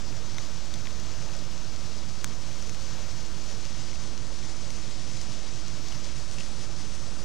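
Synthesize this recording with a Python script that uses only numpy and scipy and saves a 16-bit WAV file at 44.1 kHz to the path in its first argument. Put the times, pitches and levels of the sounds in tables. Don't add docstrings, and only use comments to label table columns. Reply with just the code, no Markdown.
import sys
import numpy as np
from scipy import signal
from scipy.fft import rfft, irfft, next_fast_len
from scipy.io import wavfile
from scipy.ndimage import uniform_filter1d, minimum_filter1d, map_coordinates

SR = 44100
rng = np.random.default_rng(int(sys.argv[2]) if len(sys.argv) > 2 else 0)


def gain_from_db(level_db):
    decades = np.asarray(level_db, float) / 20
    return 10 ** decades


def wrap_up_sound(samples):
    columns = np.atleast_2d(samples).T
    tamed = np.clip(columns, -1, 1)
    steps = np.round(tamed * 32767).astype(np.int16)
    wavfile.write(sys.argv[1], SR, steps)


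N = 319435


def unit(x):
    return x / np.sqrt(np.mean(x ** 2) + 1e-20)


def along(points, hz):
    f, *columns = np.transpose(points)
    return np.array([np.interp(np.log(hz + 1), np.log(f + 1), column) for column in columns])


def wobble(rate, size=N, per_second=SR):
    knots = rng.standard_normal(int(size * rate / per_second) + 4)
    return map_coordinates(knots, [np.arange(size) * rate / per_second])


def swells(events):
    t = np.arange(N) / SR
    return sum(height * np.exp(-((t - at) / span) ** 2) for at, height, span in events)


def filtered(x, response):
    m = next_fast_len(N + 8192)
    return irfft(rfft(x, m) * response(np.fft.rfftfreq(m, 1 / SR)), m)[..., :N]


def coloured(x, spectrum):
    return unit(filtered(x, lambda hz: gain_from_db(along(spectrum, hz)[0])))


def resonant(x, modes):
    def response(f):
        total = 0
        for k, (centre, width, db) in enumerate(modes):
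            total = total + (-1) ** k * gain_from_db(db) * 1j * f * width / (centre * centre - f * f + 1j * f * width)
        return total
    return filtered(x, response)


def patchy(patchy_db):
    z = signal.stft(rng.standard_normal(N), nperseg=512)[2]
    field = uniform_filter1d(rng.standard_normal(z.shape), size=9, axis=0)
    field = uniform_filter1d(field, size=8, axis=1)
    return unit(signal.istft(z * gain_from_db(patchy_db * unit(field)), nperseg=512)[1][:N])


def crackle(rate, spread_db):
    sizes = gain_from_db(spread_db * np.minimum(rng.exponential(size=N), 4)) * rng.standard_normal(N)
    return unit(sizes * (rng.random(N) < rate / SR))


def bubble(hz, db, t60):
    t = np.arange(SR // 20) / SR
    return gain_from_db(db - 60 * t / t60) * np.sin(2 * np.pi * hz * t * (1 + 4 * t))


def engine(cycle_hz, orders, lead, lag, hunting):
    step = 30
    count, slow = N // step + 1, SR / step
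    turns = cycle_hz * np.arange(count) / slow + lead + hunting * wobble(0.622, count, slow)
    luck = 0.15 * rng.standard_normal(len(orders))
    tones = np.zeros(count)
    for (k, db), shift in zip(orders, luck):
        level = np.sqrt(2) * gain_from_db(db + 1.14 * wobble(2.7, count, slow))
        tones += level * np.cos(2 * np.pi * (k * (turns - lag * k) + shift))
    return signal.resample_poly(tones, step, 1)[:N]


# multiple of the firing cycle, rms level in dB.
NEAR_TONES = [(4, -58), (5, -71), (6, -65), (7, -56), (8, -68), (9, -52), (11, -59), (12, -66), (14, -61),
              (15, -65), (16, -57), (20, -67), (22, -64), (23, -64), (24, -62), (25, -62), (26, -67),
              (27, -57), (28, -57), (29, -64), (32, -66), (34, -69), (36, -66), (37, -60), (38, -67),
              (39, -63), (40, -69), (57, -63), (60, -69), (70, -70)]


def near_boat():
    return engine(4.628, NEAR_TONES, lead=.65, lag=.0037, hunting=.002)


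# multiple of the firing cycle, rms level in dB.
FAR_TONES = [(5, -74), (6, -70), (7, -74), (8, -60), (10, -69), (12, -61), (14, -71), (16, -59), (18, -63),
             (21, -68), (24, -64), (32, -67), (43, -70), (46, -70), (63, -71), (69, -72)]


def far_boat():
    return engine(4.691, FAR_TONES, lead=.3, lag=.004, hunting=0.0027)


# pitch in Hz, level in dB per Hz.
WASH_COLOUR = [(12, -9), (25, -8), (45, -2), (70, -3), (120, 1), (160, -0.5), (190, -4.5), (208, 0),
               (250, -9), (300, -4.5), (350, -8), (420, -16.5), (700, -28), (1500, -120)]


def wash():
    return gain_from_db(-47.0 + 0.15 * wobble(2.4)) * coloured(patchy(patchy_db=0.0), WASH_COLOUR)


# time in seconds, rise in dB (negative: dip, 0: no change), length in seconds.
SPLASH_TIMES = [(0.423, 2.5, .04), (0.748, 0, 0.0048), (1.003, 0, 0.046), (1.245, 2, 0.032),
                (2.9, 0.5, 0.05), (3.474, 1, .04), (3.72, 0, 0.088), (4.17, -1, 0.041), (4.49, 1.5, .03),
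                (4.572, -1, 0.037), (5.68, 1.5, 0.034), (5.81, -0.5, .04), (5.935, 1.5, 0.045),
                (6.02, -0.5, 0.018), (6.07, 1.5, 0.047), (6.194, 2, 0.027), (6.407, 2.5, 0.037),
                (6.624, 2.5, 0.031), (6.693, -1.5, .03), (6.826, 1, .04), (6.94, 1.5, 0.025)]


def splashes():
    flutter = 0.18 * wobble(7.2) + 0.25 * wobble(17) + 0.54 * wobble(42)
    return swells(SPLASH_TIMES) + flutter


# pitch in Hz, level in dB per Hz.
BODY_COLOUR = [(220, -28), (380, -4.5), (409, -5.5), (456, 0.5), (494, -1), (569, 1.5), (674, -2),
               (720, -5), (792, -3), (1210, -4), (1320, -4), (1660, -8), (1900, -11.5), (2470, -62),
               (4180, -120)]
# time in seconds, rise in dB, length in seconds.
WAVES = [
    (.1, 0.9, 1),
    (1.288, 2, 0.18),
    (2.942, 1.5, 0.19),
    (5.0, -0.4, .3),
    (6.33, 0.5, 0.15),
    (7.24, 1, 0.27),
]


def water_body(flow_db, splash_db):
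    noise = patchy(patchy_db=0.5) + 0.22 * crackle(300, spread_db=0.0)
    follow_db = 0.17 * (flow_db - flow_db.mean())
    return gain_from_db(-51 + follow_db + swells(WAVES) + 0.19 * splash_db) * coloured(noise, BODY_COLOUR)


# pitch in Hz, level in dB per Hz.
SPRAY_COLOUR = [(1120, -33), (1900, -6.5), (3840, -4), (6060, 0), (8210, -11.5), (10100, -22.5),
                (13400, -35)]


def spray_and_mist(flow_db, mist_db, splash_db):
    fizz = coloured(patchy(patchy_db=0.8) + 0.44 * crackle(1300, spread_db=3.0), SPRAY_COLOUR)
    mist = filtered(fizz, lambda hz: 1 / (1 + (8000 / (hz + 1)) ** 12) / np.sqrt(1 + (hz / 12000) ** 6))
    spray = gain_from_db(flow_db - 0.56 + splash_db) * unit(fizz - mist)
    return spray + gain_from_db(flow_db - 18 + mist_db + splash_db) * unit(mist)


# time in seconds, strength in dB, extra level of the mist in dB.
WATER_FLOW = [
    (0, -46, -1),
    (1.29, -46, -0.5),
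    (2.1, -46.5, .3),
    (2.66, -46, 2),
    (2.94, -44.5, -2.5),
    (3.3, -46, 0.5),
    (3.83, -44.5, -0.5),
    (4.27, -46, 2),
    (5.0, -45, 1.5),
    (5.5, -45.5, 1.5),
    (5.95, -45.5, -2),
    (6.33, -46.5, 5.5),
    (6.73, -46, 2.5),
    (7.24, -47, 3.5),
]


def water():
    t = np.arange(N) / SR
    s, *columns = np.transpose(WATER_FLOW)
    flow_db, mist_db = [np.interp(t, s, column) for column in columns]
    splash_db = splashes()
    return water_body(flow_db, splash_db) + spray_and_mist(flow_db, mist_db, splash_db)


# time in seconds, peak level in dB, length in seconds.
WIND_PUFFS = [
    (.8, -74, 1.8),
    (3.1, -74, 0.72),
    (5.9, -71, 0.16),
]
# pitch in Hz, level in dB per Hz.
BREEZE_COLOUR = [(9000, -60), (11500, -2), (14000, -2), (16500, -18)]


def breeze():
    t = np.arange(N) / SR
    level = sum(gain_from_db(db) * np.exp(-((t - at) / span) ** 2) for at, db, span in WIND_PUFFS)
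    return level * coloured(patchy(patchy_db=1.5), BREEZE_COLOUR)


def ambience():
    return wash() + water() + breeze()


def rings(events):
    out = np.zeros(N + SR)
    for s, db, hz, t60 in events:
        out[round(s * SR):][:SR // 20] += bubble(hz, db, t60)
    return out[:N]


# time in seconds, peak level in dB, pitch in Hz.
SPRAY_TICKS = [(.1012, -35, 6030), (0.126, -34, 2600), (.345, -31, 4600), (.998, -35, 6100),
               (1.976, -39, 7000), (1.3902, -32, 4950), (1.982, -31, 5000), (1.989, -31, 4800),
               (1.998, -37, 4100), (2.006, -39, 3600), (2.145, -42, 5900), (3.4605, -46, 9000),
               (4.0577, -44, 9000), (6.1579, -47, 9000), (.5427, -47, 7860), (.6579, -41, 7450),
               (.416, -42, 7400), (1.366, -36, 7450), (1.2795, -39, 7000), (1.7215, -40, 7230),
               (3.6731, -40, 7100), (3.7978, -38, 7270), (4.9057, -42, 7470), (5.1248, -41, 7080),
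               (6.4847, -40, 7330), (7.1092, -42, 8020), (2.6878, -37, 5600), (3.0934, -34, 5930),
               (4.4516, -34, 6010), (5.0983, -33, 5570), (5.3915, -34, 6020), (5.682, -28, 5940),
               (5.8265, -33, 5680), (5.8855, -31, 5700), (6.7236, -35, 5190), (6.763, -33, 5410),
               (6.9267, -41, 5570), (6.9521, -37, 7600)]


def ticks():
    return rings([(s, db, hz, .006) for s, db, hz in SPRAY_TICKS])


# time in seconds, peak level in dB, bubble pitch in Hz,
# bubble level and snap level in dB over the peak.
DROP_HITS = [(0.3819, -38, 2060, -3.5, -26), (0.7388, -49, 3540, -18, -24), (0.8545, -47, 2700, 4, -20),
             (0.8697, -46, 1890, 7, -25), (0.999, -39, 1400, -22, -34), (1.258, -47.5, 1790, -9, -25),
             (2.2425, -37, 1550, 0, 2), (2.6238, -46, 3410, -16, -33), (2.6935, -36, 2280, -8, -1),
             (3.652, -37, 1430, -10, -33), (3.9294, -51, 2140, -12, -24), (3.9547, -43, 2700, -3, -24),
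             (4.176, -40, 2520, -23, -32), (4.7031, -36.5, 2410, -11, -34), (5.1713, -37, 2720, -25, -33),
             (5.2128, -37, 1670, -19, -18), (5.922, -45.5, 2970, 4.5, 5), (6.0435, -40, 2290, -20, -22),
             (6.312, -40, 3570, -14, -30), (6.3838, -42, 2620, -20, -24), (6.406, -51, 2700, -26, -26)]
# pitch in Hz, width in Hz, level in dB.
MICROPHONE_RING = [(2920, 4800, -2), (6250, 1080, 7.5)]
# pitch in Hz, width in Hz, level in dB.
SNAP_RING = [(10800, 7400, -13)]


def drops():
    bubbles, cracks, snaps = np.zeros((3, N + SR))
    t = np.arange(SR // 20) / SR
    for s, db, hz, bubble_db, snap_db in DROP_HITS:
        at = round(s * SR) + 60
        rebound = rng.standard_normal(len(t)) * (rng.random(len(t)) < .15)
        burst = (t == 0) + 0.44 * gain_from_db(-60 * t / 0.0044) * rebound
        bubbles[at:][:len(t)] -= bubble(hz, db + bubble_db + 10.0, t60=0.0084)
        cracks[at + 6:][:len(t)] += gain_from_db(db + 22.5) * burst
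        snaps[at:][:len(t)] -= gain_from_db(db + snap_db - 2) * burst
    bright = resonant(resonant(snaps[:N], SNAP_RING), SNAP_RING)
    return bubbles[:N] + resonant(cracks[:N], MICROPHONE_RING) + bright


# time in seconds, peak level in dB, pitch
# in Hz, # time to fade by 60 dB in seconds.
PLOP_BUBBLES = [(.3836, -31, 2140, .013), (.3835, -25, 3730, .008), (.3838, -33, 2500, .005),
                (.3836, -38, 1400, .007), (.3831, -28, 6300, .003), (.3865, -39, 2100, .01),
                (.3832, -52, 13300, .003), (.7402, -30, 3500, .011), (.7401, -27, 6500, .004),
                (.7408, -35, 7900, .005), (.8552, -33, 4100, .004), (.8556, -35, 3400, .004),
                (.8703, -32, 3400, .005), (.8711, -27, 2400, .005), (1.289, -39, 2700, .012),
                (1.377, -44, 3100, .015), (2.2439, -34, 1200, .0046), (2.2451, -31, 2300, .008),
                (2.2442, -28, 2100, .003), (2.2443, -22, 4600, .004), (2.2443, -30, 3400, .003),
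                (2.2455, -33, 5500, .008), (2.2443, -17, 6300, .0045), (2.2443, -26, 8100, .003),
                (2.2441, -33, 10500, .002), (2.2444, -42, 15500, .005), (2.2455, -37, 3500, .005),
                (2.625, -33, 5900, .008), (2.6248, -36, 4900, .004), (2.6945, -33, 2500, .007),
                (3.9297, -40, 2160, .025), (5.8857, -34, 6600, .003), (5.9228, -33, 2300, .005),
                (5.9235, -38, 3600, .005), (6.3845, -31, 2650, .011), (6.392, -42, 2600, .012),
                (6.395, -40, 2750, .012), (6.4075, -31, 2680, .012), (6.422, -42, 2850, .025)]


def plops():
    return rings(PLOP_BUBBLES)


def trickle():
    start, end = 1.1, 1.42
    return rings([(start + when * (end - start), -51 + 6 * size, 2730 * (.8 + 0.39 * tune), 0.018)
                  for when, tune, size in rng.random((22, 3))])


def scene():
    boats = near_boat() + far_boat()
    return np.array([boats + ambience() + ticks() + drops() + plops() + trickle(), ambience()])


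# pitch in Hz, right minus left in dB, phase of the right in radians,
# likeness of the two from 0 to 1.
PAIR = [(20, 5.0, -0.14, 0.935), (45, 4.2, -0.25, 0.99), (100, 3.0, -0.54, 0.991), (180, 0.9, -0.77, 0.993),
        (290, -3.0, -0.93, 0.984), (420, -7.0, -0.79, 0.955), (600, -9.0, -0.37, 0.944),
        (800, -8.1, -0.07, 0.948), (1200, -7.1, 0.01, 0.969), (2000, -6.0, 0.02, 0.934),
        (4000, -5.6, 0.01, 0.976), (7000, -5.5, 0.01, 0.981), (9500, -2.3, 0.01, 0.92),
        (13000, -1.2, 0.03, 0.35)]


def microphone_pair(hz):
    tilt_db, turn, alike = along(PAIR, hz)
    ratio = gain_from_db(tilt_db) * np.exp(1j * turn)
    apart = np.sqrt((1 - np.clip(alike, 0, 1)) / (1 + alike))
    return 2 / (1 + ratio) * np.array([[1 + 0 * ratio, apart], [ratio, -apart * ratio]])


# start in seconds, highest pitch kept in Hz, Hz lost now and
TOP_STAGES = [
    (0, 15000, 0),
    (2.28, 14280, 0),
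    (4.7, 14280, 750),
    (6.07, 13530, -650),
]


def band_limit(x):
    hz, t, z = signal.stft(x, SR, nperseg=1024)
    stages = np.transpose(TOP_STAGES)
    _, top_hz, flicker_hz = stages[:, np.searchsorted(stages[0], t, side="right") - 1]
    treble_db = 10 * np.log10(np.mean(abs(z[0, hz > 11000]) ** 2, axis=0) + 1e-20)
    jump_db = -minimum_filter1d(np.median(treble_db) - treble_db, size=3)
    top_hz = top_hz - flicker_hz * (wobble(12, len(t), 1 / t[1]) > .6)
    top_hz = top_hz + 150 * np.maximum(jump_db - 6, 0)
    return signal.istft(z * (hz[:, None] < top_hz), SR, nperseg=1024)[1][:, :N]


def top_cut(x):
    return signal.sosfilt(signal.butter(12, 16330, fs=SR, output="sos"), x)


STEADY_OFFSET = [
    [.0037],
    [.0707],
]


def record(dry):
    heard = filtered(dry, microphone_pair).sum(axis=1)
    mix = band_limit(heard) + STEADY_OFFSET
    return top_cut(mix)


dry = scene()
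out = record(dry)
wrap_up_sound(out)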